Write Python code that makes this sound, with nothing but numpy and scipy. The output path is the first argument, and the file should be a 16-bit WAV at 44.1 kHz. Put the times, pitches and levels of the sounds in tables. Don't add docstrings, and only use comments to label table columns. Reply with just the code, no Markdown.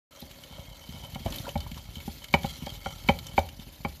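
import sys
import numpy as np
from scipy import signal
from scipy.fft import rfft, irfft, next_fast_len
from scipy.io import wavfile
from scipy.ndimage import uniform_filter1d, map_coordinates

SR = 44100
rng = np.random.default_rng(int(sys.argv[2]) if len(sys.argv) > 2 else 0)


def int16_out(signal):
    q = np.round(np.clip(np.atleast_2d(signal).T, -1, 1) * 32767)
    wavfile.write(sys.argv[1], SR, q.astype(np.int16))


N = 176400

# (frequency [Hz], level [dB], t60 [s])
TANK_MODES = [(77.8, -23, 0.19), (163.7, -17.5, 0.055), (215.2, -11.5, 0.036), (330, -22, 0.027)]
# (frequency [Hz], width [Hz], level [dB])
SHELL_RESONANCES = [(566, 30, 5), (813, 87, 2.5), (946, 94, -1), (1330, 7.1, 5.5), (2228, 32, 5),
                    (3050, 69, 9.5), (3634, 36, -0.5)]
# (frequency [Hz], level [dB])
SCRATCH_SPECTRUM = [(500, -8.5), (2000, 1), (4200, 5), (5500, -6.5), (7200, 2.5), (8500, -21), (13000, 2)]


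def knocks():
    # (time [s], ring [dB], thump [dB], contact cutoff [Hz], spot pitch [Hz], spot [dB], body lag [s])
    hits = [(0.222, -33.5, -17.5, 1170, 547, 0.5, 0.0017), (1.155, -21, -13.5, 2480, 930, -9, 0.0014),
            (1.2599, -10.5, -8.5, 790, 680, 2.5, .001), (1.555, -7.5, -1.5, 1080, 450, -24, 0.0013),
            (2.078, -20.5, -8.5, 890, 850, -15, 0.00042), (2.3387, 1.5, 1.5, 4950, 926, -8.5, 0.00191),
            (2.443, -9.5, -6, 1110, 555, -22, 0.00161), (2.666, -16.5, -14.5, 1780, 555, -10, 0.0017),
            (2.859, -11, -10.5, 1710, 1430, -6, 0.00183), (3.0872, 3, 1.5, 3100, 2300, -14.5, 0.0052),
            (3.378, 0, 1, 2000, 790, -8.5, 0.0024), (3.848, -9, -2.5, 2000, 1024, -12.5, 0.0018)]
    # (frequency [Hz], level [dB], t60 [s])
    wheel_modes = [(563, -14.5, 0.06), (667, -23.5, 0.049), (800, -8.5, 0.048), (903, -15.5, 0.037),
                   (1036, -21.5, 0.032), (1403, -28.5, 0.065), (1945, -23.5, 0.044), (2175, -32, 0.085),
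                   (2271, -7.5, 0.03), (2435, -21.5, 0.047), (3068, -13.5, 0.04), (3790, -14, 0.014),
                   (4570, -16.5, 0.021)]
    # (frequency [Hz], level [dB])
    crack_spectrum = [(300, 10.5), (1000, 6), (3000, 0.5), (4500, 1.5), (8000, -6.5), (14000, 2)]
    body_below_hz, spot_t60_s, rise_s, scrape_lead_s = 1200, 0.02, 0.0015, 0.011
    out, t = np.zeros(N), np.arange(SR // 3) / SR
    for s, ring_db, thump_db, cutoff_hz, spot_hz, spot_db, lag_s in hits:
        modes = wheel_modes + [(spot_hz, spot_db, spot_t60_s)]
        onset = amp(ring_db) * (1 - np.exp(-t / rise_s))
        contact = lambda hz: 1 / (1 + 1j * hz / cutoff_hz) ** 2
        add(out, s - scrape_lead_s, amp(ring_db - 43) * burst(SCRATCH_SPECTRUM, t60_s=0.25))
        clack = ring([m for m in modes if m[0] > body_below_hz])
        crack = amp(-12.5) * burst(crack_spectrum, t60_s=0.039)
        add(out, s, onset * filtered(clack + crack, contact))
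        body = ring([m for m in modes if m[0] <= body_below_hz])
        add(out, s + lag_s, onset * filtered(body, contact) + amp(thump_db) * ring(TANK_MODES))
    return out


def paws():
    # (time [s], level [dB])
    patter_levels = [(.12, -70), (.3, -53), (.55, -49), (.75, -52), (1, -45), (1.35, -38), (1.85, -45),
                     (2.2, -46), (2.5, -43.5), (3.2, -43.5), (3.5, -51), (3.72, -50.5), (4, -46)]
    # (frequency [Hz], level [dB])
    tread_spectrum = [(25, -25), (45, 7), (76, 2), (160, -5), (250, -15.5), (450, -31), (800, -22),
                      (1500, -41), (4000, -74)]
    # (time [s], gain [dB])
    footfalls = [(0.508, -17), (.89, -11.5), (0.942, -14), (1.043, -23), (1.203, -14.5), (1.305, -13),
                 (1.623, -28), (1.717, -10.5), (1.969, -10.5), (2.622, -10.5), (3.592, -14.5)]
    pad_cutoff_hz = 151
    out = level(patter_levels) * coloured(grains(per_s=130, spread_db=5), tread_spectrum)
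    for s, db in footfalls:
        add(out, s, amp(db) * filtered(ring(TANK_MODES), lambda hz: 1 / (1 + 1j * hz / pad_cutoff_hz)))
    return out


def claws():
    # (time [s], relative level [dB], pitch [Hz])
    ticks = [(0.203, -37.5, 12200), (0.312, -39, 3540), (0.436, -38.5, 3200), (0.891, -43, 3180),
             (1.147, -33, 3080), (1.260, -35, 3080), (1.303, -36, 6440), (1.323, -30, 3300),
             (1.36, -30, 12200), (1.384, -30.5, 3700), (1.396, -37, 5900), (1.49, -31, 2830),
             (1.576, -35.5, 3800), (1.604, -32, 4270), (1.715, -35, 2490), (1.744, -38.5, 3050),
             (1.776, -39.5, 4770), (1.955, -35, 3060), (2.002, -37.5, 2280), (2.242, -31, 2980),
             (2.284, -39.5, 3850), (2.433, -33, 3530), (2.46, -33.5, 3080), (2.662, -35, 4100),
             (2.701, -36, 3360), (2.754, -41, 3870), (3.188, -31, 4200), (3.267, -32, 5960),
             (3.39, -29.5, 4350), (3.488, -35.5, 2690), (3.597, -41, 3140)]
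    rise_s, click_t60_s, scratch_t60_s, width_hz = 0.00052, 0.012, 0.045, 900
    out, t = np.zeros(N), np.arange(SR // 10) / SR
    decay = amp(3 - 60 * t / click_t60_s) + amp(-60 * t / scratch_t60_s)
    envelope = decay * (1 - np.exp(-t / rise_s))
    for s, db, hz in ticks:
        scratch = coloured(rng.standard_normal(len(t)) * envelope, SCRATCH_SPECTRUM)
        tone = unit(resonate(rng.standard_normal(len(t)) * envelope, [(hz, width_hz, 0)]))
        add(out, s, amp(db - 23.5) * (scratch + amp(1) * tone))
    return out + amp(2) * resonate(out, SHELL_RESONANCES)


def skids():
    # (time [s], level [dB], pitch [Hz])
    slips = [(0.214, -45, 3970), (0.581, -44, 560), (1.448, -43, 1400), (1.466, -37.5, 950),
             (1.478, -35, 540), (1.662, -45, 980), (1.774, -48, 1010)]
    rise_s, width_ratio = 0.004, 0.11
    out, u = np.zeros(N), np.arange(SR // 10) / SR / rise_s
    for s, db, hz in slips:
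        band = unit(resonate(rng.standard_normal(len(u)), [(hz, hz * width_ratio, 0)]))
        add(out, s, amp(db) * band * u * np.exp(1 - u))
    return out


def shell_hum():
    # (time [s], level [dB])
    hum_levels = [(.12, -61.5), (.4, -66.5), (.55, -52), (.76, -63), (.86, -55), (1.25, -56), (1.8, -60.5),
                  (2.9, -58.5), (3.3, -54), (3.8, -68)]
    hum = unit(resonate(grains(per_s=1500, spread_db=6), SHELL_RESONANCES))
    return level(hum_levels) * hum * amp(4.3 * wobble(per_s=25.46))


def rim_rub():
    # (time [s], level [dB])
    rub_levels = [(2.33, -58), (2.37, -56), (2.5, -43), (2.62, -57.5), (2.7, -51.5), (2.9, -50), (3.4, -63),
                  (3.6, -88)]
    # (frequency [Hz], level [dB])
    rim_modes = [(1335, -3.5), (2185, -0.5), (3230, 4), (4055, -1), (4480, -3.5), (5090, -9), (5760, -5),
                 (6380, -7), (7110, -12.5)]
    width_hz, flicker_db, drift_ratio = 85, 3.5, 0.005
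    slips = grains(per_s=260, spread_db=1)
    rasp = sum(amp(db + flicker_db * wobble(per_s=30.04)) * resonate(slips, [(hz, width_hz, 0)])
               for hz, db in rim_modes)
    speed = 1 + drift_ratio * wobble(per_s=10)
    return level(rub_levels) * unit(map_coordinates(rasp, [np.cumsum(speed)]))


def squeeze():
    # (time [s], level [dB])
    scrape_levels = [(1.24, -58), (1.275, -41), (1.42, -53), (1.48, -45), (1.55, -63)]
    # (frequency [Hz], width [Hz], level [dB])
    hollow_resonances = [(278, 46, 0.5), (556, 100, -0.5), (944, 120, -16)]
    return level(scrape_levels) * unit(resonate(grains(per_s=1500, spread_db=4.5), hollow_resonances))


def shavings():
    # (time [s], relative level [dB])
    rustle_levels = [(.16, -61), (.21, -56), (.55, -57.5), (.75, -61.5), (1, -55), (1.22, -57), (1.33, -46),
                     (1.53, -55), (1.85, -57), (2.1, -50.5), (2.3, -60), (2.45, -51.5), (2.8, -55.5),
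                     (3.4, -53.5), (3.65, -56), (4, -56.5)]
    # (frequency [Hz], level [dB])
    flake_spectrum = [(300, 11.5), (1000, -11.5), (1800, 0.5), (4200, 5), (5500, -0.5), (7300, -1.5),
                      (8300, -12.5), (10500, -2), (12500, 0), (14200, 1)]
    patch_db, clump_db = 2.8, 2.4
    crackle = grains(per_s=2500, spread_db=2) + 0.28 * rng.standard_normal(N)
    spectra = signal.stft(crackle, nperseg=256)[2]
    patches = uniform_filter1d(rng.standard_normal(spectra.shape), size=5, axis=0)
    patches = unit(uniform_filter1d(patches, size=5, axis=1))
    flakes = signal.istft(spectra * amp(patch_db * patches), nperseg=256)[1][:N]
    clumps = amp(4 + clump_db * wobble(per_s=70))
    return level(rustle_levels) * clumps * coloured(flakes, flake_spectrum)


def room_tail(x):
    # (frequency [Hz], t60 [s])
    decay_times = [(100, 0.45), (800, 0.25), (12000, 0.13)]
    hz, t, spectra = signal.stft(rng.standard_normal(SR // 2), SR, nperseg=256)
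    decay = amp(-60 * t / along(decay_times, hz)[:, None])
    tail = signal.istft(spectra * decay, SR, nperseg=256)[1]
    return signal.fftconvolve(x, tail / np.linalg.norm(tail))[:N]


def room_noise():
    # (frequency [Hz], level [dB])
    air_spectrum = [(30, 7), (150, -3.5), (500, -38), (2000, -63), (6000, -23.5), (8500, -45), (14000, -15)]
    return coloured(rng.standard_normal(N), air_spectrum)


def ring(modes, scatter_db=2, detune_ratio=0.015, attack_cycles=0.89):
    t = np.arange(SR // 3) / SR
    out = np.zeros(len(t))
    for hz, db, t60_s in modes:
        decay = amp(db + rng.normal(0, scatter_db) - 60 * t / t60_s)
        attack = 1 - np.exp(-t * max(hz, 400) / attack_cycles)
        out += attack * decay * np.sin(2 * np.pi * hz * rng.normal(1, detune_ratio) * t)
    return out


def burst(spectrum, t60_s):
    t = np.arange(SR // 3) / SR
    return coloured(rng.standard_normal(len(t)), spectrum) * amp(-60 * t / t60_s)


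def grains(per_s, spread_db):
    impulses = (rng.random(N) < per_s / SR) * rng.choice([-1, 1], N)
    return impulses * amp(spread_db * np.minimum(rng.exponential(size=N), 4))


def wobble(per_s):
    knots = rng.standard_normal(int(N * per_s / SR) + 4)
    return map_coordinates(knots, [np.arange(N) * per_s / SR])


def resonate(x, peaks):
    return filtered(x, lambda f: sum(amp(db) * 1j * f * width / (hz * hz - f * f + 1j * f * width)
                                     for hz, width, db in peaks))


def coloured(x, spectrum):
    return unit(filtered(x, lambda hz: amp(along(spectrum, hz))))


def filtered(x, response):
    n = x.shape[-1]
    size = next_fast_len(n + SR // 4)
    return irfft(rfft(x, size) * response(np.fft.rfftfreq(size, 1 / SR)), size)[..., :n]


def along(points, hz):
    knots_hz, values = np.transpose(points)
    return np.interp(np.log(hz + 1), np.log(knots_hz + 1), values)


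def level(points):
    return amp(np.interp(np.arange(N) / SR, *np.transpose(points)))


def amp(db):
    return 10 ** (np.asarray(db) / 20)


def unit(x):
    return x / np.sqrt(np.mean(x ** 2) + 1e-20)


def add(track, start_s, sound):
    part = track[round(start_s * SR):][:len(sound)]
    part += sound[:len(part)]


def scene():
    # (frequency [Hz], gain [dB])
    side_response = [(3600, -54), (7000, -10.5), (10000, -5), (14000, -8)]
    near = knocks() + paws() + claws() + skids() + shell_hum() + rim_rub() + squeeze() + shavings()
    mid = near + amp(-16.5) * room_tail(near) + amp(-61) * room_noise()
    side = filtered(shavings() + claws(), lambda hz: amp(along(side_response, hz)))
    return np.array([mid + side, mid - side])


def record(dry):
    start_s, low_cut_hz, top_hz = 0.109, 42.5, 14350
    gated = dry * (np.arange(N) / SR > start_s)
    low_cut = signal.butter(5, low_cut_hz, "high", fs=SR, output="sos")
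    return filtered(signal.sosfilt(low_cut, gated), lambda hz: 1 / (1 + (hz / top_hz) ** 200))


dry = scene()
out = record(dry)
int16_out(out)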